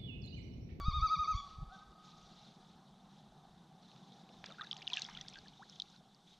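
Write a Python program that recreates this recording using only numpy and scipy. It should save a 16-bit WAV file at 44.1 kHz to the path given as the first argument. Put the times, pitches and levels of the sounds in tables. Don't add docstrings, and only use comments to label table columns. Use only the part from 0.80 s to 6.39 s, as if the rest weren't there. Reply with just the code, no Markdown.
import sys
import numpy as np
from scipy import signal
from scipy.io import wavfile
from scipy.ndimage import uniform_filter1d

SR = 44100
rng = np.random.default_rng(int(sys.argv[2]) if len(sys.argv) > 2 else 0)


def transcribe(u):
    v = np.clip(np.atleast_2d(u).T, -1, 1)
    q = np.round(v * 32767).astype(np.int16)
    wavfile.write(sys.argv[1], SR, q)


def volts(x):
    e = np.asarray(x, float) / 20
    return 10 ** e


N = 246519

# (time [s], level [dB])
DRONE_COLOUR = [(53, -35.5), (90, -29.5), (118, -26), (133, -22.5), (151, 8), (222, -4), (259, -12.5),
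                (383, -12), (577, -18.5), (712, -9.5), (775, -4.5), (931, -15), (1180, -17), (1750, -26.5),
                (2600, -38.5), (3380, -78), (5720, -120)]
DRONE_SWELL = [(0, -1.5), (1, -0.5), (2, -0.5), (3, -0.5), (3.9, 2.5), (4.1, 3.5), (4.5, 0.5), (5, -2.5),
               (5.59, -6)]
# (frequency [Hz], density [dB per Hz])
HISS_COLOUR = [(590, -50.5), (1000, -39.5), (1180, -1), (1760, -27.5), (2600, 0.5), (3730, 11.5),
               (4810, -10), (6510, -19.5), (7520, -8), (9780, -31.5), (16500, -120)]
# (frequency [Hz], density [dB per Hz])
AIR_COLOUR = [(4000, -9), (6500, -6.5), (8000, -6.5), (10000, -10.5), (12000, -15), (14000, -19.5),
              (15500, -30.5), (16500, -67.5)]
# (frequency [Hz], density [dB per Hz])
SIDE_COLOUR = [(40, -13), (150, -10), (400, -15.5), (800, -15), (2000, -16), (5000, -10), (8000, -6),
               (11000, -5), (14000, 4), (16500, -52)]
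# (start [s], length [s], level [dB])
WASHES = [(0, 0.75, -69), (0.668, 0.044, -67), (0.938, 0.059, -68), (1.25, 0.073, -66), (1.377, 0.32, -66),
          (1.741, 0.19, -73), (2.324, 0.066, -72), (3.026, 0.4, -70.5), (3.535, 1.43, -69),
          (4.145, 0.099, -56), (4.243, 0.16, -66.5), (4.5, 0.087, -67), (4.896, 0.26, -67.5),
          (5.476, 0.065, -68)]
# (frequency [Hz], density [dB per Hz])
RUSTLE_COLOUR = [(880, -31.5), (1500, -1), (1730, -41), (1850, -13.5), (2170, -10), (2630, -11),
                 (3070, -4.5), (3630, 5), (4630, -5.5), (6100, -7.5), (7520, -20), (9780, -45.5),
                 (16500, -120)]

# (time [s], peak [dB], frequency [Hz], length [cycles])
GUSTS = [(0.01, -43, 40, 1.5), (0.037, -43, 46, 1.7), (0.058, -33.5, 53.3, 2.4), (0.085, -26, 111, 1.5),
         (0.144, -35.5, 55, 1.8), (0.173, -30.5, 80, 1.36), (0.187, -30, 76, 1.9), (0.202, -37, 89, 1.3),
         (0.2382, -30, 55, 1.11), (0.0845, -44, 210, 2), (0.375, -44.5, 155, 5.4), (0.398, -40, 70.4, 2.8),
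         (0.553, -30.5, 73, 1.83), (0.54, -46, 167, 2), (0.788, -39.5, 98.5, 1.2),
         (0.825, -38.5, 43.2, 2.2), (0.829, -40, 140, 4.3)]
# (time [s], peak [dB], frequency [Hz], length [cycles])
MORE_GUSTS = [
    (0.086, -24.5, 53, 1.2),
    (0.554, -40.5, 42, 3.9),
    (0.881, -48.5, 43.3, 2.2),
]
# (time [s], peak [dB], frequency [Hz], length [cycles])
PULLS = [
    (0.227, -27, 55, 1.18),
    (0.2, -36, 41, 1.4),
    (0.165, -39, 59, 1.5),
]
# (time of peak [s], level [dB])
PUFFS = [(0.069, -41), (.12, -52.5), (.27, -54), (0.522, -54), (.6, -56.5), (.7, -63), (.8, -52.5),
         (.87, -66), (1.09, -69), (1.44, -71), (1.62, -78), (1.949, -69), (2.25, -78), (2.51, -70),
         (2.74, -66.5), (3.01, -79), (3.2, -91), (3.62, -73), (3.82, -81), (4.37, -68), (4.56, -67),
         (4.7, -77), (5.15, -85), (5.54, -86)]
# (frequency [Hz], density [dB per Hz])
RUMBLE_COLOUR = [(10, -14), (30, 0), (60, -3), (100, -8), (160, -30), (300, -60), (700, -120)]

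# (time [s], pitch [Hz], first partial [dB], second partial [dB])
FAR_NOTE = [
    (.895, 712, -70, -72),
    (.915, 715.3, -62, -59),
    (.93, 773, -54, -62.5),
    (.95, 774, -59, -55),
    (.985, 738, -64, -77),
    (1.02, 780, -85, -68),
    (1.06, 785, -88, -79),
]

# (time [s], level [dB])
SPLASH = [
    (3.64, -44.5),
    (3.716, -59.5),
    (3.824, -61),
    (4.04, -57),
    (4.15, -51.5),
    (4.258, -53.5),
    (4.348, -53.5),
    (4.588, -63),
    (4.75, -73),
]
# (frequency [Hz], density [dB per Hz])
SPLASH_COLOUR = [(600, -28), (900, -5.5), (1600, -6), (2600, -3.5), (3900, -3), (4800, -20), (6100, -8.5),
                 (7500, -45), (10000, -38), (15000, -45)]
# (time [s], peak [dB], pitch [Hz], t60 [s], tick [dB])
DRIPS = [(3.6416, -33, 1740, 0.004, 2), (3.66, -37.5, 4570, 0.01, -1), (3.81, -33, 4050, 0.011, -11),
         (3.817, -31, 3800, 0.013, -11), (3.912, -25, 3200, 0.015, 0.5), (3.9291, -23, 3170, 0.0055, -1.5),
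         (3.9664, -24.5, 2980, 0.0027, -2), (4.0262, -33, 2840, 0.007, -1),
         (4.0764, -18, 2960, 0.0068, -2.5), (4.1011, -35.5, 2630, 0.016, 1),
         (4.133, -23.5, 3490, 0.022, -2), (4.137, -27.5, 3020, 0.012, 1), (4.143, -27, 3080, 0.0054, -1),
         (4.157, -29, 3150, 0.0047, -7), (4.1707, -14, 2650, 0.0058, -4), (4.1736, -35, 2900, 0.022, -1),
         (4.1765, -38, 2840, 0.03, 2), (4.18, -39, 3730, 0.018, -4), (4.1904, -20, 2550, 0.0034, -3),
         (4.195, -31, 4370, 0.0037, -5), (4.2192, -25, 3730, 0.011, 11.5), (4.249, -30, 3570, 0.012, -14),
         (4.3498, -38.5, 3140, 0.025, -2), (4.373, -32, 3420, 0.012, -3), (4.411, -31.5, 3310, 0.0093, -2),
         (4.4832, -29, 4500, 0.0042, -2), (4.54, -33, 3230, 0.0033, -3),
         (4.5873, -38.5, 4400, 0.0081, -4.5), (4.9993, -27, 3370, 0.018, 6.5), (5.02, -25, 3560, 0.0076, 4),
         (4.484, -35, 3360, 0.0076, -1), (4.48, -40, 3500, 0.004, -3)]
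# (time [s], peak [dB], pitch [Hz], tick [dB])
FAINT_DRIPS = [(3.115, -56, 3900, -4.5), (3.1612, -49.5, 3730, -7), (3.3212, -50.5, 3440, 0),
               (3.49, -63.5, 3580, -1), (3.641, -43, 3520, -10), (3.711, -47, 3720, 3),
               (3.7215, -39, 3900, -13), (3.845, -45, 3870, -3), (3.87, -37.5, 4000, -11),
               (3.978, -45, 4600, -3), (3.9864, -47, 3800, -1), (4.022, -43, 4840, -3),
               (4.0695, -31, 3780, -9), (4.12, -41, 3900, -3), (4.2314, -39, 3530, -5),
               (4.244, -39, 5300, -3), (4.2637, -40.5, 4840, -1), (4.3281, -51, 3080, -5),
               (4.385, -46, 3250, 0), (4.5032, -51, 3920, -8), (4.527, -48, 2340, 3),
               (4.556, -45, 3240, -1), (4.6826, -43, 4190, -3), (4.7351, -53.5, 3070, -2),
               (4.897, -41.5, 5200, -3), (4.927, -49.5, 3280, -6), (4.9597, -49, 3380, -7),
               (5.162, -48.5, 4000, -4), (3.704, -44, 2300, -8), (3.84, -44, 2130, -5),
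               (3.867, -55, 1700, -6), (4.448, -55, 1720, -10), (4.368, -44, 2310, -1),
               (4.297, -49, 1320, -11)]
# (time [s], peak [dB], pitch [Hz])
BRIGHT_DRIPS = [(3.8405, -47, 4700), (3.9197, -42, 4750), (3.945, -50, 3280), (4.001, -56, 6800),
                (4.0825, -44, 5060), (4.1005, -44, 5600), (4.106, -44, 2610), (4.139, -35, 6000),
                (4.165, -40, 5890), (4.182, -39, 5900), (4.1954, -36, 6100), (4.2216, -35, 5570),
                (4.227, -40.5, 2850), (4.2974, -45, 5250), (4.4603, -57, 6030), (4.4985, -45, 6000),
                (4.5358, -45, 5230), (4.574, -55, 6020), (4.6159, -54, 3600), (4.672, -52, 3080),
                (4.923, -57, 6260), (3.785, -61, 5460), (3.663, -42, 3500), (3.743, -53, 1760)]
# (time [s], peak [dB], pitch [Hz])
LOW_DRIPS = [(3.702, -48, 1400), (3.714, -48.5, 1314), (3.783, -42, 1490), (3.795, -35.5, 1625),
             (3.8092, -34.5, 1296), (3.8117, -39, 1870), (3.8246, -42.5, 1310), (3.834, -44, 1480),
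             (3.847, -47.5, 1730), (3.926, -49, 1200), (4.019, -36, 2220), (4.1227, -43, 1002),
             (4.163, -39.5, 1900), (4.172, -43, 1740), (4.218, -44, 2100), (4.17, -35, 2140),
             (4.182, -39, 1640), (4.569, -47, 1595), (4.288, -49.5, 980), (4.368, -48, 1450),
             (4.387, -40, 2150), (4.413, -46, 1990), (4.546, -51, 2670), (4.5578, -44.5, 1690),
             (4.581, -47.5, 1700), (4.659, -52, 1760), (5.141, -59.5, 1480)]
# (time [s], pitch [Hz], level [dB])
BUBBLE = [
    (4.795, 766, -53.5),
    (4.805, 773, -55.5),
    (4.82, 1040, -55.5),
    (4.831, 1550, -50),
    (4.84, 2100, -65),
]
# (time [s], peak [dB], lowest [Hz], highest [Hz])
SNAPS = [(0.002, -44.5, 312, 1800), (0.015, -56, 5900, 6850), (-0.1, -42, 1330, 1600),
         (3.1155, -52.5, 2560, 4300), (3.1617, -56, 2510, 5000), (3.491, -51.5, 2160, 4428),
         (3.6411, -38.5, 495, 4000), (3.5, -48, 260, 790), (3.659, -62, 5076, 7500),
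         (3.662, -51, 3030, 6700), (3.685, -42, 298, 780), (3.699, -56, 2200, 5000),
         (3.7215, -56, 5000, 7000), (3.835, -54, 5000, 6200), (3.847, -58, 4800, 6500),
         (3.865, -58, 4000, 6000), (3.908, -61, 2990, 6000), (3.941, -46, 5330, 6100),
         (3.969, -48, 4400, 6900), (4.1326, -59, 5600, 8700), (4.166, -43, 4300, 7200),
         (4.2194, -51, 5100, 8889), (4.22, -70, 9000, 15400), (4.2873, -39, 820, 2250),
         (4.366, -58, 900, 3200), (4.4127, -37.5, 4500, 6200), (4.49, -55, 5500, 8900),
         (4.5443, -45, 2400, 3800), (4.557, -44.5, 1500, 4200), (4.655, -65, 7300, 8800),
         (5.5, -64, 5000, 6750), (4.957, -53.5, 5000, 6540), (5, -50, 4800, 6350), (5.1, -57, 4800, 6840),
         (5.347, -53.5, 4220, 5940)]

# (start [s], dip pitch [Hz], crest pitch [Hz], fundamental [dB], third partial [dB])
QUAVERS = [
    (0, 1180, 1140, -61, -60),
    (0.042, 1089, 1250, -43.5, -60),
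    (0.122, 1042, 1241, -40, -53),
    (0.204, 1054, 1276, -31.5, -60.5),
    (0.288, 1071, 1274, -32, -59),
    (0.371, 1064, 1246, -35, -63),
    (0.457, 1069, 1268, -35, -65),
    (0.543, 1042, 1146, -57, -51.5),
    (0.618, 1070, 1094, -57, -60),
]
# (second partial [dB], fourth [dB], fifth [dB], sixth [dB])
OVERTONES = [
    (0, 1.5, -11.5, -2.5),
    (0, 3, -3.5, -8),
    (0, -0.5, -5.5, -4),
    (0, 4, 1.5, -3.5),
    (0, 2, 0, -5.5),
    (0, -1.5, 0.5, -7),
    (0, 0, 2, -0.5),
    (0, 0.5, 1.5, 7),
]
# (frequency [Hz], gain
# [dB])
PARTIAL_COLOUR = [(2150, -1), (2330, -0.5), (2550, -5), (3280, -11), (3450, -1), (3720, 13), (4300, 3.5),
                  (4520, 5.5), (4820, 4.5), (5050, -11), (5500, -8), (6300, -5.5), (6560, -28.5), (6850, -29.5)]
# (time [s], side level [dB])
CALL_SIDE = [
    (0, -22),
    (.09, -17),
    (.17, -20),
    (.25, -25),
    (.33, -24.5),
    (.4, -32.5),
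    (.6, -39),
]
# (frequency [Hz], t60 [s], level [dB])
SHORE = [(780, 1.1, -22), (1030, 0.86, -10.5), (1140, 0.6, -7.5), (1200, 0.66, -11), (1300, 0.6, -14.5),
         (1550, .7, -9), (2460, 0.52, -14.5), (3730, 0.45, -15.5), (4460, 0.32, -7), (6100, 0.22, -7.5),
         (6800, .15, -19)]
# (delay [s], level [dB])
NEAR_ECHOES = [
    (.019, -13),
    (.031, -11),
    (.047, -13),
    (.068, -16),
]


def read(points, hz):
    f, value = np.transpose(points)
    return np.interp(np.log(hz + 1), np.log(f + 1), value)


def evened(x):
    return x / np.sqrt(np.mean(x ** 2) + 1e-20)


def drift(n, size):
    return evened(uniform_filter1d(rng.standard_normal(n), size=size))


def curves(rows):
    s, *columns = np.transpose(rows)
    t = np.arange(s[0], s[-1], 1 / SR)
    return s[0], [np.interp(t, s, c) for c in columns]


def add(mix, s, sound):
    at = round(s * SR)
    sound = sound[max(-at, 0):]
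    part = mix[max(at, 0):][:len(sound)]
    part += sound[:len(part)]


def butter(x, order, hz, kind="lowpass"):
    return signal.sosfilt(signal.butter(order, hz, kind, fs=SR, output="sos"), x)


def noise(colour, patchy_db, flicker_db, size):
    frames, hz = 4 * N // size + 5, np.fft.rfftfreq(size, 1 / SR)
    a, b, patches = rng.standard_normal((3, len(hz), frames))
    patches = uniform_filter1d(patches, size=5, axis=0)
    patches = evened(uniform_filter1d(patches, size=8, axis=1))
    level_db = read(colour, hz)[:, None] + patchy_db * patches + flicker_db * drift(frames, 3)
    z = (a + 1j * b) * volts(level_db)
    return evened(signal.istft(z, nperseg=size, noverlap=3 * size // 4)[1][:N])


def envelope_db(start, end, db, rise, fall):
    t = np.arange(0, N / SR, .005)[:, None]
    return t[:, 0], db - rise * np.maximum(start - t, 0) - fall * np.maximum(t - end, 0)


def ducking():
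    duck_db, release_s = -2.5, 0.098
    since_call = np.arange(N) / SR - QUAVERS[-2][0]
    return volts(duck_db * np.clip(1 - since_call / release_s, 0, 1))


def far_drone():
    swell_db = np.interp(np.arange(N) / SR, *np.transpose(DRONE_SWELL))
    hum = noise([(60, -59.0)] + DRONE_COLOUR, patchy_db=2.0, flicker_db=-0.95, size=1024)
    return volts(-62 + swell_db) * hum


def hull_rustle():
    s, length, db = np.transpose(WASHES)
    at, washes_db = envelope_db(s, s + length, db, rise=311, fall=272)
    level = np.sqrt(volts(-75) ** 2 + (volts(washes_db) ** 2).sum(1))
    rustle = noise(RUSTLE_COLOUR, patchy_db=2.5, flicker_db=-0.06, size=256)
    return np.interp(np.arange(N) / SR, at, level) * rustle


def hisses():
    housing = volts(-81) * noise(HISS_COLOUR, patchy_db=3.0, flicker_db=2.5, size=512)
    thin = noise(AIR_COLOUR, patchy_db=1.5, flicker_db=0.4, size=512)
    return housing + volts(-85.5 + 1.4) * ducking() * thin


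def wind():
    opening_db, opening_s = -35, .003
    mix = volts(opening_db) * np.exp(-np.arange(N) / SR / opening_s)
    for rows, way in [(GUSTS + MORE_GUSTS, -1), (PULLS, 1)]:
        for s, db, hz, cycles in rows:
            t = np.arange(-cycles / hz / 2, cycles / hz / 2, 1 / SR)
            add(mix, s + t[0], way * volts(db) * np.cos(2 * np.pi * hz * t) * np.hanning(len(t)))
    lumps = noise(RUMBLE_COLOUR, patchy_db=2.0, flicker_db=1.2, size=2048)
    s, db = np.transpose(PUFFS)
    t, puffs_db = envelope_db(s, s, db, rise=186, fall=163)
    calm_db = -83
    return mix + lumps * np.interp(np.arange(N) / SR, t, volts(calm_db) + volts(puffs_db.max(1)))


def wind_side(mid):
    return butter(mid, 2, [150, 1000], "bandpass") * drift(N, 2000)


def earlier_echo():
    pitch_hz, level_db, t60_s = 1332, -57, .5
    t = np.arange(SR // 2) / SR
    whistle = butter(rng.standard_normal(SR), 2, [pitch_hz - 50, pitch_hz + 50], "bandpass")
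    mix = np.zeros(N)
    add(mix, 0, volts(level_db - 60 * t / t60_s) * evened(whistle[SR // 2:]))
    return mix


def far_bird():
    s, (hz, first_db, second_db) = curves(FAR_NOTE)
    turns, mix = np.cumsum(hz) / SR, np.zeros(N)
    add(mix, s, volts(first_db) * np.sin(2 * np.pi * turns) + volts(second_db) * np.sin(4 * np.pi * turns))
    return mix


def splashes():
    s, (db,) = curves(SPLASH)
    n = len(db)
    hits = rng.random(n) < 2000 / SR
    sizes = volts(4 * np.minimum(rng.exponential(1, n), 3.5)) * hits
    kind, t, out = rng.integers(0, 24, n), np.arange(300) / SR, np.zeros(n)
    for k, hz in enumerate(np.geomspace(800, 13000, num=24)):
        shape = np.exp(-t * hz / 6.1) * np.minimum(t * hz / 2, 1) ** 2
        grain = np.sin(2 * np.pi * hz * t) * shape * np.sqrt(hz * hz / 1000)
        out += volts(read(SPLASH_COLOUR, hz)) * signal.oaconvolve(sizes * (kind == k), grain)[:n]
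    mix = np.zeros(N)
    add(mix, s, volts(db - 9.0) * evened(out) * signal.windows.tukey(n, .05))
    return mix


def poured_drops():
    spread = np.clip(rng.standard_normal(size=(24, 3)), -2, 2)
    return [(4.17 + .035 * a, -47 + 3 * b, 3400 * np.exp(.25 * c)) for a, b, c in spread]


def drop(db, hz, t60, tick_db, glide, wobble):
    settle, settle_s = 0.3, 0.0013
    soft_db = -12
    t = np.arange(0, t60, 1 / SR)
    settling = settle * np.clip(1 - tick_db / soft_db, .1, 1.2) * settle_s * (1 - np.exp(-t / settle_s))
    turns = hz * (.93 * t + settling + (.8 * wobble + glide / 2) * t ** 2)
    rise_cycles = 1.8 + 3 * np.clip(tick_db / soft_db, 0, 1) ** 2
    rise = np.sin(np.pi / 2 * np.minimum(t * hz / rise_cycles, 1)) ** 2
    ring = volts(db - 60 * t / t60) * rise * np.sin(2 * np.pi * turns)
    tick_shape = (t * hz / 1.45) * np.exp(1 - t * hz / 0.62 / 1.7)
    tick_level = volts(db - 11.5 + tick_db - 60 * 0.00073 / t60)
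    return ring + tick_level * np.sin(2 * np.pi * 1.64 * hz * t) * tick_shape


def drips():
    faint_cycles, low_cycles = 53, 54
    low_glide = 6
    rows = [row + (0,) for row in DRIPS]
    rows += [(s, db, hz, faint_cycles / hz, tick_db, 0) for s, db, hz, tick_db in FAINT_DRIPS]
    rows += [(s, db, hz, faint_cycles / hz, None, 0) for s, db, hz in BRIGHT_DRIPS + poured_drops()]
    rows += [(s, db, hz, low_cycles / hz, None, low_glide) for s, db, hz in LOW_DRIPS]
    mix = np.zeros(N)
    for (s, db, hz, t60, tick_db, glide), wobble in zip(rows, rng.standard_normal(len(rows))):
        if tick_db is None:
            tick_db = -5.5 + 5 * np.tanh(wobble)
        add(mix, s, drop(db, hz, t60, tick_db, glide, wobble))
    s, (hz, db) = curves(BUBBLE)
    add(mix, s, volts(db) * np.sin(2 * np.pi * np.cumsum(hz) / SR))
    mix = butter(mix, 6, 6900)
    return signal.lfilter(*signal.iirnotch(2150, 4.0, SR), mix)


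def snaps():
    mix, n = np.zeros(N), np.arange(2400)
    for s, db, low_hz, high_hz in SNAPS:
        grit = rng.standard_normal(2400) + 11.7 * signal.unit_impulse(2400)
        burst = grit * np.exp(-n / (120.0 + 1e9 / high_hz ** 2))
        add(mix, s, volts(db) * butter(burst, 4, [low_hz, high_hz], "bandpass"))
    return mix


def loon():
    s, dip_hz, crest_hz, first_db, third_db = np.transpose(QUAVERS)
    upper_db = -54 + 0.18 * first_db
    t = np.arange(s[0], s[-1], 1 / SR)
    place = np.interp(t, s, np.arange(len(s)))
    k, phase = place.astype(int), place % 1
    arch = np.minimum(1.1 * np.sin(np.pi * phase ** .95) ** .75, 1)
    base = np.interp(t, s, dip_hz)
    hz = uniform_filter1d(base + (crest_hz[k] - base) * arch, size=420)
    turns = np.cumsum(hz + 3.16 * drift(len(t), 500)) / SR
    favour = np.exp(-((crest_hz[k] + 10 - hz) / 56) ** 2)
    swell = np.exp(-((phase - 0.59) / 0.41) ** 2 / 2)
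    first = volts(first_db[k] + 1.5) * favour * swell + volts(-48.0)
    out = uniform_filter1d(first, size=300) * np.sin(2 * np.pi * turns)
    hollow_db = -9 * uniform_filter1d(volts(first_db[k] - first_db.max()) ** .5 * favour, size=400)
    flutter_db = 3.2 * np.minimum(t / 0.23, 1.15) ** 2
    second_db, fourth_db, fifth_db, sixth_db = np.transpose(OVERTONES)
    extra_db = {2: second_db, 3: 0 * second_db, 4: fourth_db, 5: fifth_db, 6: sixth_db}
    for order in range(2, 7):
        partial_db = third_db if order % 3 == 0 else upper_db
        level_db = uniform_filter1d(partial_db[k] + extra_db[order][k], size=800)
        level_db -= .2 * np.maximum(order * hz - 6900, 0)
        level_db += hollow_db * (order in (3, 4))
        level_db += flutter_db * evened(uniform_filter1d(drift(len(t), 250), size=250))
        out += volts(level_db + read(PARTIAL_COLOUR, order * hz)) * np.sin(2 * np.pi * order * turns)
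    fade = np.clip(np.minimum((t - s[0] + .002) / .009, (s[-1] - t) / .015), 0, 1)
    mix = np.zeros(N)
    add(mix, s[0], np.sqrt(2) * out * fade)
    return butter(mix, 8, 7300)


def shore(x, delay_s, slow_db):
    bank_s, bank_spread_s, bank_db = 0.916, 0.041, -26
    taps = np.zeros(3 * SR)
    at = np.arange(0, 3 * SR - 20, 20)
    taps[at + rng.integers(0, 20, len(at))] = rng.choice([-1., 1.], len(at))
    hz, t, z = signal.stft(taps, SR, nperseg=768)
    f, t60, db = np.transpose(SHORE)
    t60, db = np.interp(hz, f, t60)[:, None], np.interp(hz, f, db)[:, None]
    decay = volts(-60 * t / t60) + volts(slow_db - 60 * t / (5.0 * t60))
    decay = decay + volts(bank_db) * np.exp(-((t - bank_s) / bank_spread_s) ** 2)
    decay = decay * np.clip((t - delay_s) / 0.013, 0, 1)
    energy = np.sqrt((decay ** 2).sum(1, keepdims=True) * (t[1] - t[0]) * SR / 20)
    tail = signal.istft(z * volts(db) * decay / energy, SR, nperseg=768)[1]
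    near = np.zeros(len(tail))
    for echo_s, echo_db in NEAR_ECHOES:
        near[round(echo_s * SR)] = volts(echo_db)
    tail = tail + .3 * near + butter(.7 * near, 4, 2000, "highpass")
    return signal.fftconvolve(x, tail)[:N]


def call_side(bird):
    low_call = signal.sosfiltfilt(signal.butter(4, 1600, fs=SR, output="sos"), bird)
    lean_db = np.interp(np.arange(N) / SR, *np.transpose(CALL_SIDE))
    return volts(lean_db) * low_call + volts(-26) * (bird - low_call)


def scene():
    background = far_drone() + hull_rustle() + hisses()
    water = splashes() + drips() + snaps()
    bird = loon()
    calls = bird + far_bird()
    echoes = shore(calls, delay_s=0.021, slow_db=-12)
    mid = background + wind() + earlier_echo() + water + calls + echoes
    side = volts(-96) * ducking() * noise(SIDE_COLOUR, patchy_db=2, flicker_db=2.5, size=512)
    side = side + call_side(bird) + volts(-34) * wind_side(mid)
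    return np.array([mid + side, mid - side])


def top_cut(x):
    return signal.sosfilt(signal.butter(12, 15700, fs=SR, output="sos"), x)


def record(dry):
    return top_cut(dry)


dry = scene()
out = record(dry)
transcribe(out)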